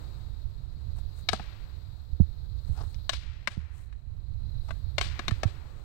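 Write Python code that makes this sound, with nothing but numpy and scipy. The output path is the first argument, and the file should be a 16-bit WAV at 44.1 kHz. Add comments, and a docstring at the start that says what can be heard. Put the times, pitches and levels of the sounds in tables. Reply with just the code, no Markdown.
"""Wooden sticks clack as two fighters spar on grass: each blow cracks and sets both sticks ringing,
and the ground, nearby foliage and far tree line scatter it back. Sticks, clothes and feet swish and
thud, and one cricket sings close by. Distant insects, outdoor hush and microphone hiss dip and return
as the gain of the hand-held camera shifts. Its open left port hears the field, while the covered
right port hears it muffled and picks up the rumble and bumps of the hand."""
import sys
import numpy as np
from scipy import signal
from scipy.fft import rfft, irfft
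from scipy.io import wavfile

SR = 44100
rng = np.random.default_rng(int(sys.argv[2]) if len(sys.argv) > 2 else 0)


def wav_out(sig):
    """Save sig, one row per channel (or a flat mono array), as 16-bit PCM at SR to the path in sys.argv[1]."""
    wavfile.write(sys.argv[1], SR, np.round(np.clip(np.atleast_2d(sig).T, -1, 1) * 32767).astype(np.int16))


N = 257544

# Stick clacks, and one sharp slap back off the foliage at 3.13 s.
# The contact point is a share of the stick's length; the grip shifts the pitch:
# start_s, level_db, body_db, brightness_db, contact_share, pitch_ratio, echo_db
CLACKS_AND_SLAP = [(1.288, -25.5, -1, 4.5, 0.099, 1.01, 3), (1.3315, -28.5, 11, -3, 0.061, 1.05, -11),
                   (1.3961, -40, 0.5, -21, 0.29, 1.17, 8), (2.944, -61.5, -1, 12.5, 0.25, 0.78, 4),
                   (3.0936, -27, -7.5, 4.5, 0.23, 1.01, 3), (3.1333, -37, -2.5, 7.5, 0.024, 0.92, -17),
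                   (3.4737, -24.5, -6, -6, 0.017, 0.95, -1), (3.926, -58, -8, -8, 0.45, 1.0, 4),
                   (4.688, -54, 4.5, -15, 0.071, 0.93, -4), (4.7072, -38.5, -1, -12.5, 0.098, 0.92, -2),
                   (4.9818, -24.5, -5.5, -1, 0.294, 0.96, 8), (5.0118, -28.5, -5.5, 2.5, 0.51, 1.006, 3.5),
                   (5.1929, -34.5, 1.5, -4, 0.45, 0.99, -3), (5.281, -31, -1.5, 4, 0.46, 0.98, -4),
                   (5.3098, -37.5, -2.5, -8, 0.43, 1.06, 1), (5.433, -28.5, 4, -4, 0.039, 1.066, 1.5)]
# Centres of a clack's body, middle, edge and snap: frequency_hz
CLACK_BANDS_HZ = [600, 1800, 4000, 7500]
# Bending modes of each stick, lowest first: pitch_hz, level_db
FIRST_STICK_MODES = [(230.0, -9), (612.0, -0.5), (1089.0, -2), (1688.0, 1.5), (2202.0, -2), (2851.0, -5),
                     (3596.0, -41.5), (4297.0, -7.5), (5203.0, -12), (6697.0, -10), (7785.0, 1)]
SECOND_STICK_MODES = [(368.0, -7), (718.0, 1), (1240.0, -3.5), (1534.0, -7), (2086.0, -11), (2425.0, -5.5),
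                      (3144.0, -5.5), (3806.0, -1.5), (4498.0, -4.5), (5850.0, -7), (8449.0, -6.5)]
# Wooden tone common to all clacks: frequency_hz, gain_db
WOOD_TONE = [(60, -26.5), (150, 5.5), (280, 3.5), (420, 4.5), (620, 5), (2000, 6.5), (5000, 7.5),
             (8500, 1.5), (10000, -9.5), (15000, -13)]
# Tone of the echoes from nearby foliage and from the far tree line: frequency_hz, gain_db
FOLIAGE_TONE = [(200, -5), (700, -0.5), (1500, -3.5), (3000, -1.5), (4300, -1), (5400, -3.5), (6400, -2.5),
                (8500, 0.5), (14000, -3)]
TREE_LINE_TONE = [(200, -28), (700, -2), (2200, -0.5), (4000, -8.5), (8000, -10.5), (14000, -14)]

# Feet on turf and blows on padding: start_s, level_db, pitch_hz, hardness_db
SOFT_IMPACTS = [(.77, -31.5, 100, -23), (1.235, -33, 124, -20), (1.332, -17, 220, -22),
                (1.399, -28.5, 177, -18), (5.062, -28, 140, -12)]
# Sticks cutting the air; shoes and cloth brushing the grass: centre_s, length_s, level_db
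STICK_SWINGS = [(0.987, 0.014, -50), (2.804, 0.084, -45), (4.691, .012, -42)]
GRASS_RUSTLES = [(.985, .05, -59), (1.19, 0.079, -58.5), (2.793, 0.31, -59), (3.792, 0.12, -60),
                 (4.704, 0.16, -64)]
# Spectra of that rushing air and brushed grass: frequency_hz, level_db
AIR_SPECTRUM = [(100, -8.5), (400, -3), (750, 1.5), (1400, -4), (2200, -20), (5000, -13.5), (10000, -45)]
GRASS_SPECTRUM = [(1000, 10.5), (3000, 1.5), (5000, -2), (8300, 6.5), (10000, -1.5), (15000, -5.5)]

# The hand bumps the camera: start_s, level_db, pitch_hz, hardness_db
HAND_BUMPS = [(2.129, -21, 68, -55), (2.1995, -3, 73.4, 3), (2.693, -20.5, 75, -1), (3.5715, -18, 69, 2),
              (5.291, -26.5, 90, 7), (5.3165, -9.5, 95.4, -27), (5.4535, -6.5, 97, -39)]
# The camera shell dulls each bump: frequency_hz, gain_db
SHELL_TONE = [(20, 20), (60, 3), (400, -3), (900, 5.5), (1500, -19.5), (4000, -24), (15000, -48)]
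# How much the hand shifts on the camera: time_s, level_db
RUMBLE_LEVEL = [(0, -34), (0.6, -35.5), (0.92, -31), (1.2, -36.5), (2.0, -38), (2.72, -30), (3.15, -34),
                (3.35, -39), (4.0, -40), (4.15, -33), (4.55, -28.5), (5.1, -31.5), (5.84, -38.5)]
# Rumble of the shifting hand: frequency_hz, level_db
RUMBLE_SPECTRUM = [(20, -5), (35, -3.5), (70, 1), (100, -5.5), (125, -12), (180, -26), (250, -38),
                   (500, -46), (1200, -57), (3000, -62.5), (6000, -79), (15000, -78)]
# Paths through the body to the open port, and through the cover to the other: frequency_hz, gain_db
BODY_LEAK = [(60, -40.5), (150, -36), (320, -30.5), (480, -36), (800, -44), (15000, -43)]
PORT_COVER = [(100, -3), (700, -9.5), (1200, -14), (2500, -18.5), (4500, -30.5), (8000, -47.5),
              (15000, -19)]

# The whole background dips and returns as the camera's gain shifts, and the hush also fades over the first half
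# second; one curve for the treble (insects, microphone hiss), one for the hush: time_s, gain_db
TREBLE_GAIN = [(0, -58.5), (0.7, -65.5), (1.2, -58), (2.1, -63.5), (3.05, -59.5), (3.35, -69.5),
               (4.05, -74), (4.6, -61.5), (5.3, -59), (5.84, -67.5)]
HUSH_GAIN = [(0, -56), (0.5, -65), (1.6, -62), (2.2, -66.5), (3.0, -64.5), (3.35, -68.5), (4.05, -70.5),
             (4.9, -64.5), (5.3, -58.5), (5.84, -60)]
# Background spectra of insects, hush, low drone and microphone hiss: frequency_hz, level_db
INSECT_SPECTRUM = [(2500, -40.5), (3400, -11.5), (3850, -1), (4100, -0.5), (4400, -3), (5300, -16.5),
                   (8000, -42), (9500, -44.5)]
HUSH_SPECTRUM = [(30, 2.5), (65, 11), (100, 4), (170, -5.5), (260, 3.5), (500, -0.5), (1300, -5.5),
                 (2000, -13), (3200, -16), (5500, -23.5), (8000, -18.5), (10000, -33), (15000, -28)]
DRONE_SPECTRUM = [(90, -43.5), (112, -13.5), (124, -4), (136, -12), (165, -43), (400, -87)]
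MIC_HISS_SPECTRUM = [(1000, -4), (6000, -8.5), (8000, -13.5), (10500, -11), (13000, -1.5), (15500, -3)]


def clacks(crack_db=2, crack_t60_s=0.038, tick_db=8, tick_s=0.00015, snap_db=-8.5, snap_share=0.45):
    """Both sticks ring under a noisy crack; returns the direct sound and what goes out to the trees."""
    direct, outgoing = np.zeros(N), np.zeros(N)
    t = np.arange(SR // 10) / SR
    for start_s, level_db, body_db, bright_db, contact_share, pitch_ratio, echo_db in CLACKS_AND_SLAP:
        ring = stick_ring(FIRST_STICK_MODES, contact_share, pitch_ratio, t)
        # the second stick is met a little further from its tip
        ring += stick_ring(SECOND_STICK_MODES, contact_share + 0.11, pitch_ratio, t)
        # the rough surfaces meet in many tiny impacts of unequal size
        impacts = unit_rms(rng.choice([-1, 1], len(t)) * rng.random(len(t)) ** 6)
        crack = gain_of(crack_db) * impacts * contact_decay(t, crack_t60_s)
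        tick = gain_of(tick_db) * np.exp(-t / tick_s) * rng.choice([-1, 1], len(t))
        clack = ring + crack + tick
        tone = list(zip(CLACK_BANDS_HZ, [body_db, 0, bright_db, snap_db + snap_share * bright_db]))
        add(direct, start_s, gain_of(level_db) * colour(clack, tone))
        # summed over all directions, the short ring blurs into one pulse of the same energy
        pulse = np.linalg.norm(clack) * (t == 0)
        add(outgoing, start_s, gain_of(level_db + echo_db) * colour(pulse, tone))
    return colour(direct, WOOD_TONE), colour(outgoing, WOOD_TONE)


def stick_ring(modes, contact_share, pitch_ratio, t, t60_at_2khz_s=0.031, damping=0.13):
    """A gripped stick rings briefly, high modes dying sooner; modes struck near a node stay quiet."""
    mode_hz, mode_db = np.transpose(modes)[:, :, None]
    order = np.arange(len(modes))[:, None] + 1
    shape = np.cos((order + .5) * np.pi * contact_share + np.pi / 4)
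    waves = np.sin(2 * np.pi * (mode_hz * pitch_ratio * t + rng.random(mode_hz.shape)))
    decay = contact_decay(t, t60_at_2khz_s * (mode_hz / 2000) ** -damping)
    return (gain_of(mode_db) * shape * waves * decay).sum(0)


def contact_decay(t, t60_s, hold_s=0.002):
    """The level holds while the sticks chatter against each other, then dies away."""
    return gain_of(-60 * np.maximum(t - hold_s, 0) / t60_s)


def echoes(direct, outgoing, ground_db=-23, foliage_db=-14, tree_line_db=-20):
    """Clacks return to the microphone off the ground, the crowns close by and the far tree line."""
    ground_tone = [(200, 0.32), (8000, 1.0)]  # frequency_hz, gain_db
    ground = scatter(direct, ground_tone, delay_s=0.0019, rise_s=0.0095, t60_s=0.045, air_hz=12000)
    near = scatter(outgoing, FOLIAGE_TONE, delay_s=0.022, rise_s=0.04, t60_s=0.24, air_hz=14000)
    far = scatter(outgoing, TREE_LINE_TONE, delay_s=0.1, rise_s=0.028, t60_s=1.2, air_hz=5190)
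    return gain_of(ground_db) * ground + gain_of(foliage_db) * near + gain_of(tree_line_db) * far


def scatter(sound, tone, delay_s, rise_s, t60_s, air_hz):
    """Countless small echoes arrive in clumps; air takes the treble from the late ones."""
    size = SR * 3 // 2
    t = np.maximum(np.arange(size) / SR - delay_s, 0)
    clumps = (waver(90, 1.8) * waver(22, 1.3))[:size]
    taps = rng.standard_normal(size) * clumps * (1 - np.exp(-t / rise_s))
    hz, frame_s, spectra = signal.stft(taps, SR, nperseg=256)
    air_loss = np.sqrt(1 + (hz[:, None] / air_hz) ** 2)
    fall_db = 60 * np.maximum(frame_s - delay_s, 0) / t60_s * air_loss
    tail = signal.istft(spectra * gain_of(-fall_db), SR, nperseg=256)[1]
    tail /= np.linalg.norm(tail)
    return colour(signal.fftconvolve(sound, tail)[:N], tone)


def thuds(hits, push_s=0.0015, overtone_ratio=2.45, t60_cycles=8.8):
    """A short push, then a low, damped rebound; a harder thud has more push and more overtone."""
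    mix = np.zeros(N)
    t = np.arange(SR // 4) / SR
    push_time = t / push_s
    push = push_time ** 2 * (1 - push_time / np.pi) * np.exp(-push_time) * 2 * np.e
    onset = 1 - np.exp(-(push_time / 2) ** 2)
    for start_s, level_db, pitch_hz, hardness_db in hits:
        phase = 2 * np.pi * pitch_hz * t
        fade = gain_of(-60 * pitch_hz * t / t60_cycles)
        overtone = gain_of(hardness_db) * np.sin(overtone_ratio * phase) * fade ** overtone_ratio
        rebound = (np.sin(phase) * fade + overtone) * onset
        push_db = -9 + 0.15 * hardness_db
        add(mix, start_s, gain_of(level_db) * (gain_of(push_db) * push - rebound))
    return mix


def swishes(grain_db=3):
    """Air rushes past the swung sticks; shoes and cloth make a grainy rustle in the grass."""
    swings = sum(swell(*row) for row in STICK_SWINGS)
    rustles = sum(swell(*row) for row in GRASS_RUSTLES)
    air = unit_rms(noise(AIR_SPECTRUM) * waver(75, grain_db))
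    grass = unit_rms(noise(GRASS_SPECTRUM) * waver(160, grain_db))
    return swings * air + rustles * grass


def handling(rumble_db=1.0):
    """Right at the microphone, the hand shifts on the camera body: a lumpy rumble and a few bumps."""
    rumble = gain_of(rumble_db) * envelope(RUMBLE_LEVEL) * noise(RUMBLE_SPECTRUM) * waver(7.7, 1.46)
    return rumble + colour(thuds(HAND_BUMPS), SHELL_TONE)


def cricket(wing_hz=4040, jitter_hz=25, strokes_per_s=33.7, steady_db=-77):
    """One cricket near the microphone swells once; each wing stroke gives a short, unsteady whistle."""
    strokes = strokes_per_s * np.arange(N) / SR
    gate = np.exp(-((strokes % 1 - .5) / .22) ** 2)
    pitch_hz = wing_hz + jitter_hz * noise([(100, 0), (300, -40)])
    whistle = np.sin(2 * np.pi * np.cumsum(pitch_hz) / SR)
    effort = gain_of(steady_db) + swell(centre_s=4.59, length_s=0.34, level_db=-64)
    return effort * unit_rms(gate * whistle)


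def field_ambience(hush_db=5.0, insects_db=-1.0, drone_db=-55, drone_fade_db_per_s=1.5):
    """The outdoor hush all around, insects trilling in the distance and a low drone slowly fading."""
    hush = gain_of(hush_db) * envelope(HUSH_GAIN) * noise(HUSH_SPECTRUM) * waver(16, 0.63)
    insects = gain_of(insects_db) * envelope(TREBLE_GAIN) * noise(INSECT_SPECTRUM) * waver(35, 1.3)
    drone = gain_of(drone_db - drone_fade_db_per_s * np.arange(N) / SR) * noise(DRONE_SPECTRUM)
    return hush + insects + drone


def microphone_hiss(hiss_db=-12):
    """A thin high hiss, unrelated in the two ports, that dips and returns with the camera's gain."""
    hiss = np.array([noise(MIC_HISS_SPECTRUM) for port in range(2)])
    return gain_of(hiss_db) * envelope(TREBLE_GAIN) * hiss


def gain_of(db):
    """Decibels to amplitude."""
    return 10 ** (np.asarray(db) / 20)


def unit_rms(sound):
    """Scales to an rms of one."""
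    return sound / np.sqrt(np.mean(sound ** 2) + 1e-20)


def gain_at(spectrum, hz):
    """The gain of a spectrum at hz, interpolated on a log-frequency axis."""
    frequency_hz, level_db = np.transpose(spectrum)
    return gain_of(np.interp(np.log(hz + 1), np.log(frequency_hz + 1), level_db))


def envelope(points):
    """Points of time_s, level_db as a gain for every sample."""
    return gain_of(np.interp(np.arange(N) / SR, *np.transpose(points)))


def swell(centre_s, length_s, level_db):
    """A bell-shaped rise and fall, as a gain for every sample."""
    return gain_of(level_db) * np.exp(-(2 * (np.arange(N) / SR - centre_s) / length_s) ** 2)


def add(mix, start_s, sound):
    """Adds a sound to the mix at start_s."""
    part = mix[max(round(start_s * SR), 0):][:len(sound)]
    part += sound[:len(part)]


def colour(sound, tone, size=2048):
    """Causal filter with the given tone, so that attacks stay sharp."""
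    log_gain = np.log(gain_at(tone, abs(np.fft.fftfreq(size, 1 / SR))))
    minimum_phase = np.exp(np.conj(signal.hilbert(log_gain)))
    taps = np.fft.ifft(minimum_phase).real
    return signal.fftconvolve(sound, taps[:size // 2])[:len(sound)]


def noise(spectrum):
    """Steady noise with the given spectral shape and an rms of one."""
    white = rfft(rng.standard_normal(N))
    return unit_rms(irfft(white * gain_at(spectrum, np.fft.rfftfreq(N, 1 / SR)), N))


def waver(rate_hz, depth_db):
    """A random gain that flutters at up to about rate_hz."""
    return gain_of(depth_db * noise([(rate_hz, 0), (2 * rate_hz, -80)]))


def scene():
    """Open port left, covered port right; near sounds are shared, diffuse ones reach each differently."""
    direct, outgoing = clacks()
    near = direct + cricket() + swishes() + thuds(SOFT_IMPACTS)
    left, right = (near + echoes(direct, outgoing) + field_ambience() for port in range(2))
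    hand = handling()
    open_port = left + colour(hand, BODY_LEAK)
    covered_port = colour(right, PORT_COVER) + hand
    return np.array([open_port, covered_port]) + microphone_hiss()


def record(dry, cutoff_hz=16000):
    """The camera cuts off the highest treble in both channels."""
    taps = signal.firwin(511, cutoff_hz, window=("kaiser", 9), fs=SR)
    return signal.oaconvolve(dry, taps[None], "same")


dry = scene()
out = record(dry)
wav_out(out)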